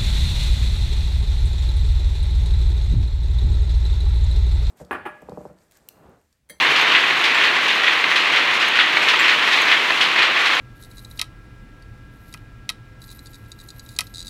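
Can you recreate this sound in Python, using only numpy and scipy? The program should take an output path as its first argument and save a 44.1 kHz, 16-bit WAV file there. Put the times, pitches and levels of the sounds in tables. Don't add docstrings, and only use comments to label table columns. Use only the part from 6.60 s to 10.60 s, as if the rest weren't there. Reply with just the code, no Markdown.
import sys
import numpy as np
from scipy import signal
from scipy.fft import rfft, irfft, next_fast_len
from scipy.io import wavfile
from scipy.ndimage import uniform_filter1d, minimum_filter1d

SR = 44100
rng = np.random.default_rng(int(sys.argv[2]) if len(sys.argv) > 2 else 0)


def to_wav(sig):
    pcm = np.clip(np.atleast_2d(sig), -1, 1) * 32767
    pcm = np.round(pcm).astype(np.int16)
    wavfile.write(sys.argv[1], SR, pcm.T)


N = 176400
TIME = np.arange(N) / SR

# start in seconds, level in dB, rattle decay in seconds.
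PICKS = [(0.159, -17.5, 0.04), (0.639, -15, 0.033), (1.081, -17.5, .04), (1.558, -14.5, 0.029),
         (1.998, -19, 0.058), (2.484, -12.5, 0.025), (2.921, -16.5, 0.045), (3.409, -14, 0.036),
         (3.855, -18, 0.042)]
# start in seconds, level in dB, rattle decay in seconds.
LANDINGS = [(0.347, -12, .015), (0.835, -17, 0.024), (1.268, -14, .017), (1.759, -16.5, 0.02),
            (2.188, -11.5, 0.032), (2.679, -15, 0.037), (3.113, -9, 0.014), (3.619, -17.5, 0.046)]
BOX_ATTACK_S, BOX_HOLD_S, KNOCK_ATTACK_S = 0.0017, 0.011, 0.00089


def from_db(db):
    return 10 ** (np.asarray(db) / 20)


def rms_one(x):
    return x / np.sqrt(np.mean(x ** 2) + 1e-20)


def body(x, colour, size=8192):
    hz, db = np.transpose(colour)
    grid = np.maximum(np.fft.rfftfreq(size, 1 / SR), 1)
    gain = from_db(np.interp(np.log(grid), np.log(hz), db))
    cepstrum = irfft(np.log(gain))
    cepstrum[1:size // 2] *= 2
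    cepstrum[size // 2 + 1:] = 0
    response = irfft(np.exp(rfft(cepstrum)))
    return signal.fftconvolve(x, response / np.linalg.norm(response))[:N]


def resonate(x, modes):
    out = np.zeros(N)
    for hz, db, width in modes:
        radius = np.exp(-np.pi * width / SR)
        gain = from_db(db) * (1 - radius ** 2) / 2
        feedback = [1, -2 * radius * np.cos(2 * np.pi * hz / SR), radius ** 2]
        out += signal.lfilter([gain, 0, -gain], feedback, x + 1e-18)
    return out


def contacts(per_s=2500):
    clicks = (rng.random(N) < per_s / SR) * rng.choice([-1, 1], N)
    return rms_one(clicks * rng.uniform(0.63, 1, N))


def blows(rows, attack_s, hold_s):
    power = np.zeros(N)
    for s, db, decay_s in rows:
        age = TIME[TIME >= s][:SR // 2] - s
        release = np.exp(-np.maximum(age - attack_s - hold_s, 0) / decay_s)
        shape = np.minimum(age / attack_s, 1) * release
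        start = np.searchsorted(TIME, s)
        power[start:start + len(age)] += (from_db(db) * shape) ** 2
    return np.sqrt(power)


def picking_stick():
    # frequency in Hz, level in dB.
    colour = [(60, -58), (300, -29), (1000, -11.5), (2000, 4.5), (3300, 6), (4300, -0.5), (5200, -8.5),
              (6500, -15), (8000, -23), (11000, -30), (15500, -45)]
    crack = blows(PICKS, attack_s=0.00063, hold_s=0.0073)
    return body(crack * contacts(per_s=3500), colour)


def shuttle_boxes():
    # frequency in Hz, level in dB.
    hard_box = [(60, -58), (300, -30), (900, -18.5), (1400, -3.5), (1950, 1.5), (2600, -0.5), (3400, -2.5),
                (4300, -11.5), (5500, -27), (9000, -41), (15500, -63)]
    soft_box = [(60, -43), (300, -28), (1000, -13), (1900, 4), (2900, 1.5), (4300, -3), (5300, -16.5),
                (7000, -22), (9000, -33), (15500, -43)]
    out = np.zeros(N)
    for side, colour in enumerate((hard_box, soft_box)):
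        slam = blows(LANDINGS[side::2], BOX_ATTACK_S, BOX_HOLD_S)
        out += body(slam * contacts(), colour)
    return out


def brush_and_rattle():
    # frequency in Hz, level in dB.
    colour = [(60, -44), (300, -14.5), (1000, -6.5), (2000, 3.5), (3200, 0.5), (4300, -11), (5500, -16.5),
              (8000, -31), (11000, -37.5), (15500, -53)]
    rattle_delay_s, rattle_db, rattle_decay_s = 0.11, -21.5, 0.041
    brush_lead_s, brush_db, brush_decay_s = 0.0355, -17, 0.022
    rattles = [(s + rattle_delay_s, rattle_db, rattle_decay_s) for s, _, _ in PICKS]
    brushes = [(s - brush_lead_s, brush_db, brush_decay_s) for s, _, _ in LANDINGS]
    rattle = blows(rattles, attack_s=0.13, hold_s=0)
    brush = blows(brushes, BOX_ATTACK_S, BOX_HOLD_S)
    return body(np.hypot(rattle, brush) * contacts(), colour)


def healds():
    # frequency in Hz, level in dB.
    colour = [(500, -27), (2500, -8), (4000, 4), (6300, 2), (8000, -9.5), (11000, -10.5), (13000, -19),
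              (15500, -24)]
    lead_s, level_db, decay_s = 0.08, -36.5, 0.042
    swell = blows([(s - lead_s, level_db, decay_s) for s, _, _ in PICKS], attack_s=0.03, hold_s=0)
    return body(swell * contacts(), colour)


def neighbours():
    # start in seconds, level in dB, decay in seconds.
    knocks = [(0.020, -20, 0.039), (0.269, -20, .02), (0.527, -33, .012), (0.560, -27, 0.019),
              (0.746, -15, 0.01), (0.776, -16, 0.016), (0.962, -12, 0.008), (1.513, -15, 0.023),
              (1.655, -19.5, 0.06), (1.715, -35, .02), (1.878, -21, 0.023), (1.910, -17, 0.03),
              (2.018, -16, 0.026), (2.133, -19, 0.011), (2.317, -35, 0.009), (2.408, -28, .03),
              (2.534, -14, 0.024), (2.590, -15.5, 0.069), (2.824, -16.5, 0.023), (2.876, -18, 0.017),
              (2.940, -17, 0.011), (2.972, -19.5, 0.11), (3.556, -16.5, 0.033), (3.760, -18, 0.083),
              (3.930, -22, 0.027)]
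    # start in seconds, level in dB.
    clacks = [(0.504, -17), (1.439, -12), (2.368, -10.5), (3.303, -13)]
    # frequency in Hz, level in dB.
    knock_colour = [(60, -55), (250, -18), (700, -16.5), (1100, -0.5), (1500, -4.5), (2100, 6),
                    (2900, -2.5), (4200, -11), (5500, -20), (9000, -37), (15500, -55)]
    clack_colour = [(60, -40), (400, -14), (1100, -9.5), (1750, -6.5), (2100, 3), (2600, -7.5), (4200, -13),
                    (5500, -36), (9000, -49), (15500, -58)]
    clack_decay_s = 0.0035
    knock = blows(knocks, KNOCK_ATTACK_S, hold_s=0.0011)
    clack = blows([(s, db, clack_decay_s) for s, db in clacks], KNOCK_ATTACK_S, hold_s=0.0036)
    return body(knock * contacts(), knock_colour) + body(clack * contacts(), clack_colour)


def iron_frames(machines):
    # frequency in Hz, relative peak level in dB, width in Hz.
    modes = [(1100, 1, 25), (1157, 2, 19), (1474, -3, 34), (1770, 0, 30), (1825, -2, 22), (1940, 0.5, 34),
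             (2110, -7, 16), (2480, 3, 25), (2840, -5, 45), (3230, -4, 22), (4160, -3, 46)]
    return from_db(-2.5) * resonate(machines, modes)


def steel_part(touches, modes, hold_s, decay_s):
    touch = blows([(s, db, decay_s) for s, db in touches], KNOCK_ATTACK_S, hold_s)
    out = np.zeros(N)
    for hz, db, width in modes:
        ring = resonate(touch * contacts(), [(hz, db, width)])
        out += ring / np.sqrt(np.pi * width / SR)
    return out


def clinks_and_chinks():
    # start in seconds, level in dB.
    clinks = [(0.212, -34), (1.148, -38), (2.081, -33), (3.015, -30), (3.949, -36.5)]
    chinks = [(0.744, -43), (2.590, -35), (3.780, -44)]
    # frequency in Hz, relative level in dB, width in Hz.
    clink_modes = [(6440, 0.5, 96), (8550, -17, 300), (10300, -15, 400), (12900, -13, 400),
                   (14000, -18, 500), (15300, -24, 400)]
    chink_modes = [(7380, -1.5, 90), (8500, -11.5, 620), (12250, -17, 200), (14210, -14, 70)]
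    return (steel_part(clinks, clink_modes, hold_s=0.005, decay_s=0.002)
            + steel_part(chinks, chink_modes, hold_s=0.013, decay_s=0.012))


def room(x, paths=12, t60_s=0.51):
    size = next_fast_len(N + 2 * SR)
    omega = 2 * np.pi * np.fft.rfftfreq(size, 1 / SR)
    response = 0
    for k, lag_s in enumerate(rng.uniform(0.015, 0.06, paths)):
        loop = from_db(-60 * lag_s / t60_s) * np.exp(-1j * omega * lag_s)
        response += (-1) ** k * loop / (1 - loop)
    response /= np.sqrt(np.mean(abs(response) ** 2))
    return irfft(rfft(x, size) * response, size)[:N]


def far_looms(count=5, blows_per_s=36, decay_s=0.0074, variety_db=3):
    # frequency in Hz, level in dB.
    typical_colour = [(200, -21.5), (600, -10.5), (1100, -2.5), (2000, 2), (3000, -4), (4200, -10),
                      (5200, -17.5), (8000, -30), (15500, -42.5)]
    out = np.zeros(N)
    for _ in range(count):
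        hits = rng.random(N) < blows_per_s / SR
        power = signal.lfilter([1], [1, -np.exp(-2 / (decay_s * SR))], hits + 1e-18)
        colour = [(hz, db + variety_db * rng.uniform(-1, 1)) for hz, db in typical_colour]
        out += body(np.sqrt(power) * contacts(), colour)
    return from_db(-24.5) * rms_one(out)


def shed(treble_hz=5150, treble_depth=0.83):
    # frequency in Hz, level in dB.
    colour = [(25, -45), (36, -46), (60, -36), (100, -25.5), (118, -24.5), (138, -14.5), (165, -14.5),
              (190, -17.5), (240, -13), (310, -8.5), (400, -8), (600, -9.5), (850, -5.5), (1050, -1.5),
              (1400, -3.5), (1900, 0.5), (2700, 0), (3400, -4.5), (4200, -9.5), (5000, -21), (6300, -24.5),
              (8000, -32.5), (10000, -38.5), (12500, -39.5), (15500, -47)]
    # time in seconds, clatter in dB, treble in dB; only the swings count.
    swells = [(0.0, -13, -35.5), (0.27, -12.5, -38), (0.42, -14.5, -37.5), (0.71, -15, -39.5),
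              (1.37, -15.5, -39), (2.06, -15.5, -40.5), (2.25, -16.5, -41), (2.43, -13.5, -35.5),
              (2.56, -15.5, -38), (2.99, -14.5, -36.5), (3.26, -16, -36.5), (3.69, -15.5, -41.5),
              (4.0, -15, -37)]
    din = far_looms() + from_db(-18.5) * body(rng.standard_normal(N), colour)
    clatter = signal.sosfiltfilt(signal.butter(2, treble_hz, fs=SR, output="sos"), din)
    treble = din - clatter
    s, clatter_db, treble_db = np.transpose(swells)
    clatter_gain = from_db(np.interp(TIME, s, clatter_db - clatter_db.mean()))
    treble_gain = from_db(treble_depth * np.interp(TIME, s, treble_db - treble_db.mean()))
    return clatter * clatter_gain + treble * treble_gain


def scene():
    machines = picking_stick() + brush_and_rattle() + shuttle_boxes() + neighbours() + healds()
    near = machines + iron_frames(machines)
    return (near + clinks_and_chinks() + from_db(-8.5) * room(near) + shed())[None]


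def record(dry, low_cut_hz=96, ceiling=0.93, limiter_s=0.003, top_hz=15700):
    thinned = signal.sosfilt(signal.butter(2, low_cut_hz, "high", fs=SR, output="sos"), dry)
    window = int(limiter_s * SR)
    needed_gain = ceiling / np.maximum(abs(thinned), ceiling)
    gain = uniform_filter1d(minimum_filter1d(needed_gain, window), window)
    return signal.sosfilt(signal.ellip(12, 0.1, 80, top_hz, fs=SR, output="sos"), thinned * gain)


dry = scene()
out = record(dry)
to_wav(out)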